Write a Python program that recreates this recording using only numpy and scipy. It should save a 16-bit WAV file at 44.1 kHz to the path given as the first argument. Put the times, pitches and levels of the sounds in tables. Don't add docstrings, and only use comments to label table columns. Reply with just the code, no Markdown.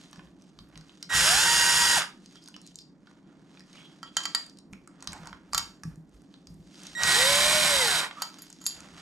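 import sys
import numpy as np
from scipy import signal
from scipy.fft import rfft, irfft, next_fast_len
from scipy.io import wavfile
from scipy.ndimage import uniform_filter1d

SR = 44100
rng = np.random.default_rng(int(sys.argv[2]) if len(sys.argv) > 2 else 0)


def store_wav(level_fs):
    pcm = np.round(np.clip(np.atleast_2d(level_fs), -1, 1) * 32767)
    wavfile.write(sys.argv[1], SR, pcm.T.astype(np.int16))


N = 397341
T = np.arange(N) / SR

# frequency in Hz, level in dB, 60 dB decay time in seconds.
TANK_MODES = [(950, -5, .045), (1140, -3, .055), (1340, 0, .07), (1600, -2, .055), (1900, -4, .05),
              (2270, -7, .05)]
# start in seconds, level in dB, pitch in Hz, rumble in dB.
THUMPS = [(0.181, -38, 184, -66), (0.25, -55, 180, -60), (0.605, -44.5, 190, -54), (0.764, -39.5, 157, -56),
          (3.581, -65, 180, -69), (4.728, -36.5, 190, -55), (5.091, -36.5, 179, -48), (5.2, -38, 166, -52),
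          (5.306, -47, 197, -58), (5.521, -55, 171, -53), (5.551, -41.5, 170.5, -51),
          (5.605, -55, 170, -57), (5.853, -27, 167.6, -48), (5.878, -32, 151, -56),
          (5.976, -36.5, 156.5, -66), (6.151, -59, 189, -57.5), (6.502, -40.5, 164, -51),
          (6.597, -41.5, 180, -62), (6.861, -50.5, 180, -60), (8.669, -45, 184, -62), (8.76, -58, 180, -57),
          (8.93, -57, 180, -60)]


def drill():
    # time in seconds, shaft speed in Hz, gear rattle in dB.
    runs = [(1.09, 71.2, -42), (1.118, 98.8, -39), (1.15, 126.7, -22.5), (1.292, 221.9, -20.5),
            (1.42, 305.2, -22.5), (1.52, 313.5, -22.5), (1.9, 316.6, -22.5), (1.964, 313.8, -23.5),
            (1.98, 240, -21.5), (2.002, 145, -31), (2.12, 80, -66.5)], [(6.96, 49.95, -57), (7.0, 69.98, -42), (7.04, 91.8, -31), (7.09, 118.8, -23),
                           (7.2, 166.9, -22.5), (7.29, 186.4, -22.5), (7.55, 204.6, -23),
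                           (7.69, 197, -23.5), (7.79, 177.6, -24.5), (7.99, 113.3, -26.5),
                           (8.074, 76.6, -45), (8.12, 58, -75)]
    # shaft multiple, level in dB re the rattle, shaft speed in Hz at which
    # the housing sings it loudest, loss in dB an octave away.
    strong = [(3, -11, 320, 18), (6, -10, 320, 30), (12, -18, 170, 5)], [(3, -9, 223, 22), (5.4, -16, 165, 9), (12, -11, 150, 35)]
    # shaft multiple, level at top speed in dB re the rattle.
    weak = [(1, -28.5), (9, -12), (11, -19), (15, -12), (16, -18.5), (21, -18), (22, -22.5)], [(1, -22.5), (6, -19), (8, -23), (9, -15), (11, -16.5), (19, -20), (20.4, -19)]
    # frequency in Hz, gain in dB.
    housings = [(150, -60.5), (250, -28.5), (307, -21), (346, -16), (711, -13.5), (935, -4.5), (1130, -8),
                (1820, -5), (2360, -11), (2850, -5), (4440, -8), (6940, -5), (10300, -5.5), (14000, -18),
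                (15000, -45)], [(150, -47), (250, -18.5), (488, -16), (599, -11), (652, -11),
                                   (1000, -8.5), (1340, -9.5), (2200, -9), (2660, -12), (3810, -7.5),
                                   (6480, -10), (7690, -6), (13100, -15.5), (13800, -33), (15000, -98)]
    # centre in Hz, width in Hz, lift in dB.
    gearboxes = [(1524, 320, 8), (3400, 300, 3.5), (5200, 920, 7), (7050, 280, 7.5), (8550, 170, 2)], [(980, 100, 3.7), (1470, 150, 6.6), (3100, 230, 3.8), (3810, 370, 5.3),
                                    (5140, 910, 2.9), (7240, 340, 1)]
    # time in seconds, level in dB.
    whistles = [
        [(1.095, -41), (1.12, -33), (1.19, -34), (1.22, -41), (1.3, -74)],
        [(6.951, -39.5), (7.0, -35.5), (7.15, -33), (7.3, -40.5), (7.6, -43), (7.9, -51), (8.0, -66)],
    ]
    out = np.zeros(N)
    for pull, run in enumerate(runs):
        t, shaft_hz, rattle_db = trace(run)
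        angle = 2 * np.pi * np.cumsum(shaft_hz * (1 + .002 * walk(len(t), 80))) / SR
        rattle = gear_rattle(angle, rattle_db, housings[pull], gearboxes[pull])
        whine = motor_whine(angle, shaft_hz, strong[pull], weak[pull])
        shake = tank_shake(t - t[0])
        fade = np.clip(np.minimum(t - t[0], t[-1] - t) / 0.015, 0, 1)
        add(out, fade * undb(rattle_db) * (rattle + whine + shake), t[0])
        add(out, switch_whistle(whistles[pull]), whistles[pull][0][0])
    return out


def gear_rattle(angle, rattle_db, housing, gearbox, gear_ratio=5):
    carrier = angle / gear_ratio
    wear = rng.standard_normal(720)
    pattern = unit(np.interp(carrier / (2 * np.pi) % 1, np.linspace(0, 1, len(wear)), wear))
    teeth = (rng.standard_normal(len(angle)) + .35 * pattern) * undb(walk(len(angle), 700))
    teeth *= (1 + 0.095 * np.cos(angle)) * (1 + 0.069 * np.cos(carrier))
    high, low = split(resonate(colour(teeth, housing), gearbox))
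    slack = np.clip((rattle_db.max() - rattle_db) / 12, 0, 1)
    return high + undb(-5.5 + 9.5 * slack ** 2) * low


def motor_whine(angle, shaft_hz, strong, weak, brake_db=4, weak_db_per_octave=20):
    octaves_per_s = uniform_filter1d(np.gradient(np.log2(shaft_hz)) * SR, size=400)
    swell_db = brake_db * np.tanh(np.maximum(-octaves_per_s, 0) / 4)
    whine = sum(undb(db + 0.5 * walk(len(angle), 45)) * np.sin(k * angle + k) for k, db in weak)
    whine *= undb(weak_db_per_octave * np.log2(shaft_hz / shaft_hz.max()))
    for k, db, loudest_hz, loss_db in strong:
        off_peak_db = loss_db * np.log2(shaft_hz / loudest_hz) ** 2
        whine += undb(db + swell_db - off_peak_db + 2.2 * walk(len(angle), 23)) * np.sin(k * angle)
    return np.sqrt(2) * whine


def switch_whistle(levels, chop_hz=1900):
    # multiple of the chopping rate, level in dB.
    harmonics = [(1, 2), (2, -5.5), (3, -12.5), (4, -9.5), (5, -22), (6, -26)]
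    t, level_db = trace(levels)
    tone = sum(undb(db) * np.sin(2 * np.pi * k * chop_hz * t) for k, db in harmonics)
    return np.sqrt(2) * undb(level_db) * tone


def tank_shake(t, level_db=-22.5, jolt_db=13, jolt_at_s=0.084):
    # frequency in Hz, gain in dB.
    response = [(25, -26.5), (55, 2), (100, -5.5), (180, 2), (260, -17), (400, -41)]
    jolt = np.exp(-np.abs(t - jolt_at_s) / 0.06)
    return undb(level_db + jolt_db * jolt) * unit(colour(rng.standard_normal(len(t)), response))


def socket_clinks(ring_db=-17, seat_s=0.0091):
    # start in seconds, level in dB, tank knock in dB re the blow, tilt in dB per
    # octave, frequency in Hz that the struck spot favours, damping factor of the grip.
    blows = [(4.0302, -35.5, -5, -11, 4340, 2.1), (4.1684, -11.5, -23.5, -6, 7140, 2.6),
             (4.2361, -30, -13, -9, 7620, 1.5), (4.2547, -18.5, -14, -12, 7000, 2.8),
             (4.349, -13, -21, -2.5, 4730, 3), (5.5469, -14, -17.5, 0, 6640, 2.8),
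             (5.5783, -8.5, -23.5, 5.5, 4700, 4.1), (8.2205, -15, -21, -3.5, 4200, 2.35),
             (8.3862, -36.5, -20.5, -2.5, 6640, 1.9), (8.4202, -36.5, -25, 11, 11100, 1.7),
             (8.6146, -41.5, -16, -0.5, 7000, 1.3), (8.6401, -46, -10, 9, 7000, 1.1),
             (8.6648, -18.5, -38, 5, 11100, 1.08)]
    # frequency in Hz, level in dB, 60 dB decay time in seconds.
    socket_modes = [(3165, -10, .25), (4500, -8, .2), (4710, -2, .22), (5103, -8, .13), (5636, -14, .2),
                    (6860, -2, .25), (7058, -9, .18), (7350, -4, .2), (10070, -14, .15), (11075, -6, .15),
                    (11680, -9, .11), (12320, -11, .12), (12920, -12, .12)]
    out, t = np.zeros(N), np.arange(int(.3 * SR)) / SR
    noises, chances = rng.standard_normal((len(blows), 2048)), rng.standard_normal((len(blows), 32))
    seating = 1 + 1.85 * np.exp(-t / seat_s)
    hz, mode_db, t60 = np.transpose(socket_modes)
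    for (start, db, tank_db, tilt_db, spot_hz, damping), noise, chance in zip(blows, noises, chances):
        spot_db = 5 / (1 + (np.log2(hz / spot_hz) / 0.087) ** 2)
        gripped = np.column_stack([hz, mode_db + tilt_db * np.log2(hz / 6000) + spot_db, t60 / damping])
        socket = ring(gripped, t, chance, scatter_db=2, detune=0.0059, rough_db=5)
        tank = ring(TANK_MODES, t, chance[::-1], scatter_db=2.5, detune=.02, rough_db=4)
        add(out, undb(db) * contact(noise, 4640, fall_s=0.0033, q=0.92), start)
        add(out, undb(db + ring_db - 2 * damping) * seating * socket, start)
        add(out, undb(db + tank_db) * tank, start)
    return out


def ticks(hand_damping=1.8):
    # start in seconds, level in dB, tank knock in dB re the tick, centre in Hz.
    taps = [(0.1117, -41, -32, 7870), (0.13, -26.5, -23.5, 5000), (0.159, -38, -23, 5200),
            (0.194, -34.5, -14, 2970), (0.2718, -45, -19, 3270), (0.4213, -43, -33, 6300),
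            (0.5891, -30, -28.5, 4070), (0.6878, -52, -33, 10400), (0.7297, -45, -22, 2960),
            (0.756, -28, -32.5, 3010), (0.7758, -29.5, -28, 5150), (0.8107, -39, -29, 5070),
            (0.8831, -47, -32, 5800), (0.8946, -34, -27, 3074), (1.027, -16, -35, 5404),
            (2.0193, -11.5, -23.5, 4400), (2.2598, -31, -48, 4910), (2.3565, -34.5, -25, 5030),
            (2.4394, -39, -41.5, 7100), (2.4594, -31, -41, 4970), (2.4762, -27.5, -43, 4610),
            (2.485, -29.5, -29, 7050), (2.5422, -28, -32, 3140), (2.5644, -28, -29, 4440),
            (2.616, -36, -42, 6600), (2.6654, -33.5, -45, 6850), (2.6743, -33, -44, 5720),
            (2.7445, -40, -45, 4660), (2.7567, -25.5, -52, 6820), (2.7877, -25, -54, 5070),
            (3.0707, -38, -17, 3450), (3.573, -34, -26, 2810), (3.5952, -36, -34, 5190),
            (3.606, -37, -31, 4970), (3.7298, -33.5, -44, 4840), (4.2044, -21.5, -18, 3320),
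            (4.4228, -35, -34, 4710), (4.4647, -36, -29, 7330), (4.497, -34, -46, 5230),
            (4.572, -38.5, -46, 5300), (4.587, -31.5, -51, 5440), (4.7286, -38, -30, 6500),
            (4.7336, -36, -18, 6100), (4.8752, -36, -19, 7340), (5.006, -35.5, -41, 5220),
            (5.025, -25.5, -20.5, 6140), (5.0432, -36, -27, 6900), (5.0733, -11.5, -34, 4900),
            (5.121, -26, -44, 5200), (5.1314, -25.5, -16.5, 7100), (5.1785, -38, -30, 5290),
            (5.257, -36.5, -18, 5730), (5.272, -22.5, -23, 4900), (5.2944, -41, -13, 4470),
            (5.3294, -31.5, -21, 3210), (5.5329, -9.5, -28, 5300), (5.5945, -17, -21, 4660),
            (5.835, -27, -21, 6500), (5.9579, -45.5, -25.5, 6930), (6.0935, -54, -30, 8000),
            (6.143, -51, -12, 7060), (6.2188, -47.5, -28, 7970), (6.3405, -34.5, -28, 3670),
            (6.4709, -31.5, -28, 5500), (6.542, -47.5, -26.5, 8540), (6.701, -48, -38, 4500),
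            (6.7555, -34.5, -40, 4510), (6.834, -29, -30, 6550), (6.868, -21, -45, 5470),
            (7.0344, -3, -23, 5160), (8.111, -22, -20, 2870), (8.342, -31, -30, 4950),
            (8.5013, -29, -31, 6790), (8.5274, -29.5, -32.5, 6090), (8.8047, -29.5, -22, 6660)]
    out, t = np.zeros(N), np.arange(int(.08 * SR)) / SR
    held = [(hz, db, t60 / hand_damping) for hz, db, t60 in TANK_MODES]
    noises, chances = rng.standard_normal((len(taps), 1024)), rng.standard_normal((len(taps), 32))
    for (start, db, tank_db, hz), noise, chance in zip(taps, noises, chances):
        tank = ring(held, t, chance, scatter_db=2.2, detune=0.08, rough_db=6)
        add(out, undb(db) * contact(noise, hz, fall_s=0.0017), start)
        add(out, undb(db + tank_db) * tank, start)
    return out


def scrapes(bandwidth=.06):
    # start in seconds, length in seconds, level in dB, resonance in Hz.
    drags = [(2.353, 0.043, -57, 3270), (2.42, 0.029, -56.5, 4860), (2.538, 0.027, -52, 2950),
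             (2.617, 0.085, -63, 4100), (2.783, 0.055, -56.5, 4740), (3.733, 0.11, -59, 2320),
             (3.756, 0.059, -56, 2900), (3.757, 0.19, -59, 3260), (4.028, 0.069, -53.5, 3190),
             (5.126, 0.093, -50, 840), (5.26, 0.038, -48, 966), (5.524, 0.015, -46.5, 4600),
             (8.154, 0.1, -43, 1247), (8.602, 0.026, -54, 6700), (8.654, 0.0076, -33, 6600),
             (8.651, 0.077, -44, 4600)]
    out = np.zeros(N)
    for start, length, db, hz in drags:
        size = int(length * SR)
        grains = rng.standard_normal(size) * undb(3 * walk(size, 200) + 4.3 * walk(size, 40))
        song = unit(signal.lfilter(*signal.iirpeak(hz, 1 / bandwidth, SR), grains))
        add(out, undb(db) * song * np.sqrt(np.sin(np.pi * np.arange(size) / size)), start)
    return out


def shell_thuds(rise_s=0.0013, fall_s=0.023):
    out, t = np.zeros(N), np.arange(int(.3 * SR)) / SR
    envelope = np.exp(-t / fall_s) * (1 - np.exp(-t / rise_s))
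    for start, db, hz, _ in THUMPS:
        add(out, undb(db) * np.sin(2 * np.pi * hz * t) * envelope, start)
    return out


def tank_rocking(rest_db=-78):
    # frequency in Hz, gain in dB.
    spectrum = [(20, -24), (50, 4), (80, -5), (110, -2), (140, -40)]
    surges = sum(undb(db) * swell(start, rise_s=0.016, fall_s=0.051) for start, _, _, db in THUMPS)
    return stretch(undb(rest_db) + surges) * unit(colour(rng.standard_normal(N), spectrum))


def rubbing():
    # peak time in seconds, time constant in seconds, bright level in dB,
    # dull level in dB re the bright.
    strokes = [(0.01, 0.12, -58, -9), (0.18, 0.1, -67.5, 5), (0.46, .06, -69, -22), (0.76, 0.14, -73.5, 9),
               (1.0, 0.15, -62, -7.5), (2.33, 0.13, -59, -8), (2.68, 0.07, -61.5, -18),
               (3.11, 0.08, -70, 3), (3.3, .08, -80, 13), (3.55, 0.04, -69.5, 2), (3.8, 0.19, -59.5, -1),
               (4.25, 0.05, -48, -11), (4.38, 0.09, -59.5, 0.5), (4.84, 0.05, -75, -1),
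               (5.17, 0.11, -58.5, 8.5), (5.33, 0.07, -77.5, 7.5), (5.66, 0.11, -66.5, 5.5),
               (5.92, 0.02, -79, 15), (6.17, .08, -71, -8), (6.36, .08, -71, -5), (6.74, 0.12, -65.5, -22),
               (6.86, 0.08, -47.5, -7.5), (8.14, 0.07, -60, 3), (8.23, 0.04, -50.5, -6),
               (8.37, .05, -67.5, 6), (8.45, 0.1, -55.5, -15), (8.74, 0.1, -57, -6.5),
               (8.85, .07, -58.5, 5), (9.0, 0.05, -54.5, -0.5)]
    shapes = np.array([swell(peak_s, tau, tau) for peak_s, tau, *_ in strokes])
    bright_db, dull_db = np.transpose(strokes)[2:]
    return stretch(undb(bright_db) @ shapes), stretch(undb(bright_db + dull_db) @ shapes)


def glove_rustle(bright, dull):
    # frequency in Hz, gain in dB.
    spectrum = [(290, -36.5), (500, 4), (871, 2.5), (1430, 3.5), (2390, -6), (3050, -3.5), (6670, -5.5),
                (12100, -22.5), (15000, -41)]
    grains = rng.standard_normal(N) * undb(3 * walk(N, 500) + 1.5 * walk(N, 25))
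    high, low = split(colour(grains, spectrum))
    return bright * high + dull * low


def grit(rubbing_strength, ticks_per_s=8):
    out = np.zeros(N)
    for when, size, pitch in rng.random((int(ticks_per_s * N / SR), 3)):
        tick = contact(rng.standard_normal(1024), 3000 + 4500 * pitch, fall_s=0.0016)
        add(out, rubbing_strength[int(when * N)] * undb(9 * size - 1.5) * tick, when * N / SR)
    return out


def room_echo(sound, t60_s=0.3, dull_hz=5030, delay_samples=200):
    tail = signal.lfilter(*signal.butter(1, dull_hz, fs=SR), diffuse(t60_s, size=30000))
    return signal.fftconvolve(sound, np.r_[np.zeros(delay_samples), tail])[:N]


def room_hum(level_db=-54, side_db=-15):
    # frequency in Hz, gain in dB.
    spectrum = [(15, -39.5), (25, -17.5), (54, -24), (103, -23.5), (145, -6.5), (191, 2), (226, -8.5),
                (286, -2.5), (470, -19.5), (575, -20.5), (1150, -29), (1460, -33), (2000, -37), (2600, -47),
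                (4400, -120)]
    mid, side = (unit(colour(rng.standard_normal(N), spectrum)) for _ in range(2))
    return undb(level_db + walk(N, 8.4)) * (mid + undb(side_db) * side * np.array([[1], [-1]]))


def ring(modes, t, chance, scatter_db, detune, rough_db):
    hz, db, t60 = np.transpose(modes)[:, :, None]
    roughness = rough_db * np.array([walk(len(t), 380) for _ in hz])
    gain = undb(db + scatter_db * chance[:len(hz), None] + roughness)
    hz = hz * (1 + detune * chance[-len(hz):, None])
    return np.sum(gain * np.sin(2 * np.pi * hz * t) * 1000 ** (-t / t60), 0)


def contact(noise, hz, fall_s, q=1.43):
    b, a = signal.iirpeak(hz, q, SR)
    fall = np.exp(-np.arange(len(noise)) / SR / fall_s)
    burst = noise * fall * np.sqrt(np.sum(fall ** 2) / np.sum((noise * fall) ** 2))
    return signal.lfilter(b, a, signal.lfilter(b, a, burst))


def diffuse(t60, size):
    echo = rng.standard_normal(size) * 1000 ** (-np.arange(size) / SR / t60)
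    return echo / np.sqrt(np.sum(echo ** 2))


def resonate(x, peaks):
    hz = np.fft.rfftfreq(len(x), 1 / SR)
    lift_db = sum(db / (1 + (2 * (hz - centre) / width) ** 2) for centre, width, db in peaks)
    return irfft(rfft(x) * undb(lift_db), len(x))


def colour(x, table):
    return irfft(rfft(x) * undb(over_hz(table, len(x))), len(x))


def over_hz(table, size):
    hz, value = np.transpose(table)
    return np.interp(np.log(np.fft.rfftfreq(size, 1 / SR) + 1), np.log(hz + 1), value)


def split(x, crossover_hz=2500):
    filters = (signal.butter(4, crossover_hz, kind, fs=SR, output="sos") for kind in ("high", "low"))
    return [unit(signal.sosfilt(sos, x)) for sos in filters]


def walk(size, rate_hz):
    span = max(int(SR / rate_hz), 1)
    return unit(uniform_filter1d(uniform_filter1d(rng.standard_normal(size), span), span))


def trace(table):
    times, *columns = np.transpose(table)
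    t = np.arange(times[0], times[-1], 1 / SR)
    return t, *(np.interp(t, times, column) for column in columns)


def swell(peak_s, rise_s, fall_s):
    t = T[::32]
    return np.exp(np.where(t < peak_s, (t - peak_s) / rise_s, (peak_s - t) / fall_s))


def stretch(envelope):
    return np.interp(T, np.linspace(0, T[-1], len(envelope)), envelope)


def add(out, sound, start_s):
    i = int(start_s * SR)
    out[..., i:i + sound.shape[-1]] += sound[..., :N - i]


def undb(db):
    return 10 ** (np.asarray(db) / 20)


def unit(x):
    return x / np.sqrt(np.mean(x ** 2))


def scene():
    bright, dull = rubbing()
    low_cut = signal.butter(3, 750, "high", fs=SR, output="sos")
    metal = signal.sosfilt(low_cut, ticks() + socket_clinks() + grit(bright))
    handling = metal + scrapes() + shell_thuds()
    tool = drill()
    walls = room_echo(undb(-5.5) * handling + undb(-11) * tool)
    return handling + tool + walls + glove_rustle(bright, dull) + tank_rocking() + room_hum()


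def record(dry):
    # frequency in Hz, lead of the left in radians.
    lead = [(0, 0), (600, 0.1), (1720, -0.6), (2500, -0.7), (2840, -1.2), (3450, -1.3), (3700, -1.4),
            (4050, -1.3), (4390, -1.0), (4650, 0.3), (5430, -0.0), (14700, 0.0), (15300, -0.1)]
    # frequency in Hz, left minus right in dB.
    balance = [(150, 0), (400, -1.5), (1300, -2.5), (2400, -4), (4700, -5), (5600, 0)]
    # frequency in Hz, level in dB re the sound.
    incoherence = [(60, -21), (400, -17), (1500, -11), (2500, -9), (4000, -5), (4900, -3), (5400, -27),
                   (10000, -27), (13000, -12)]
    # frequency in Hz, gain in dB.
    droop = [(9000, -1.5), (12000, -4.5), (14000, -8), (15500, -28.5)]
    size = next_fast_len(N)
    left_gain = undb(over_hz(balance, size) / 2) * np.exp(.5j * over_hz(lead, size))
    smear = rfft(diffuse(0.19, size=12000), size) * undb(over_hz(incoherence, size))
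    apart = rfft(dry.mean(0), size) * smear
    ports = rfft(dry, size) * np.array([left_gain, 1 / left_gain]) + np.array([apart, -apart])
    heard = irfft(ports * undb(over_hz(droop, size)), size)[:, :N]
    top_cut = signal.ellip(8, .2, 70, 15500, fs=SR, output="sos")
    return signal.sosfilt(top_cut, heard)


dry = scene()
out = record(dry)
store_wav(out)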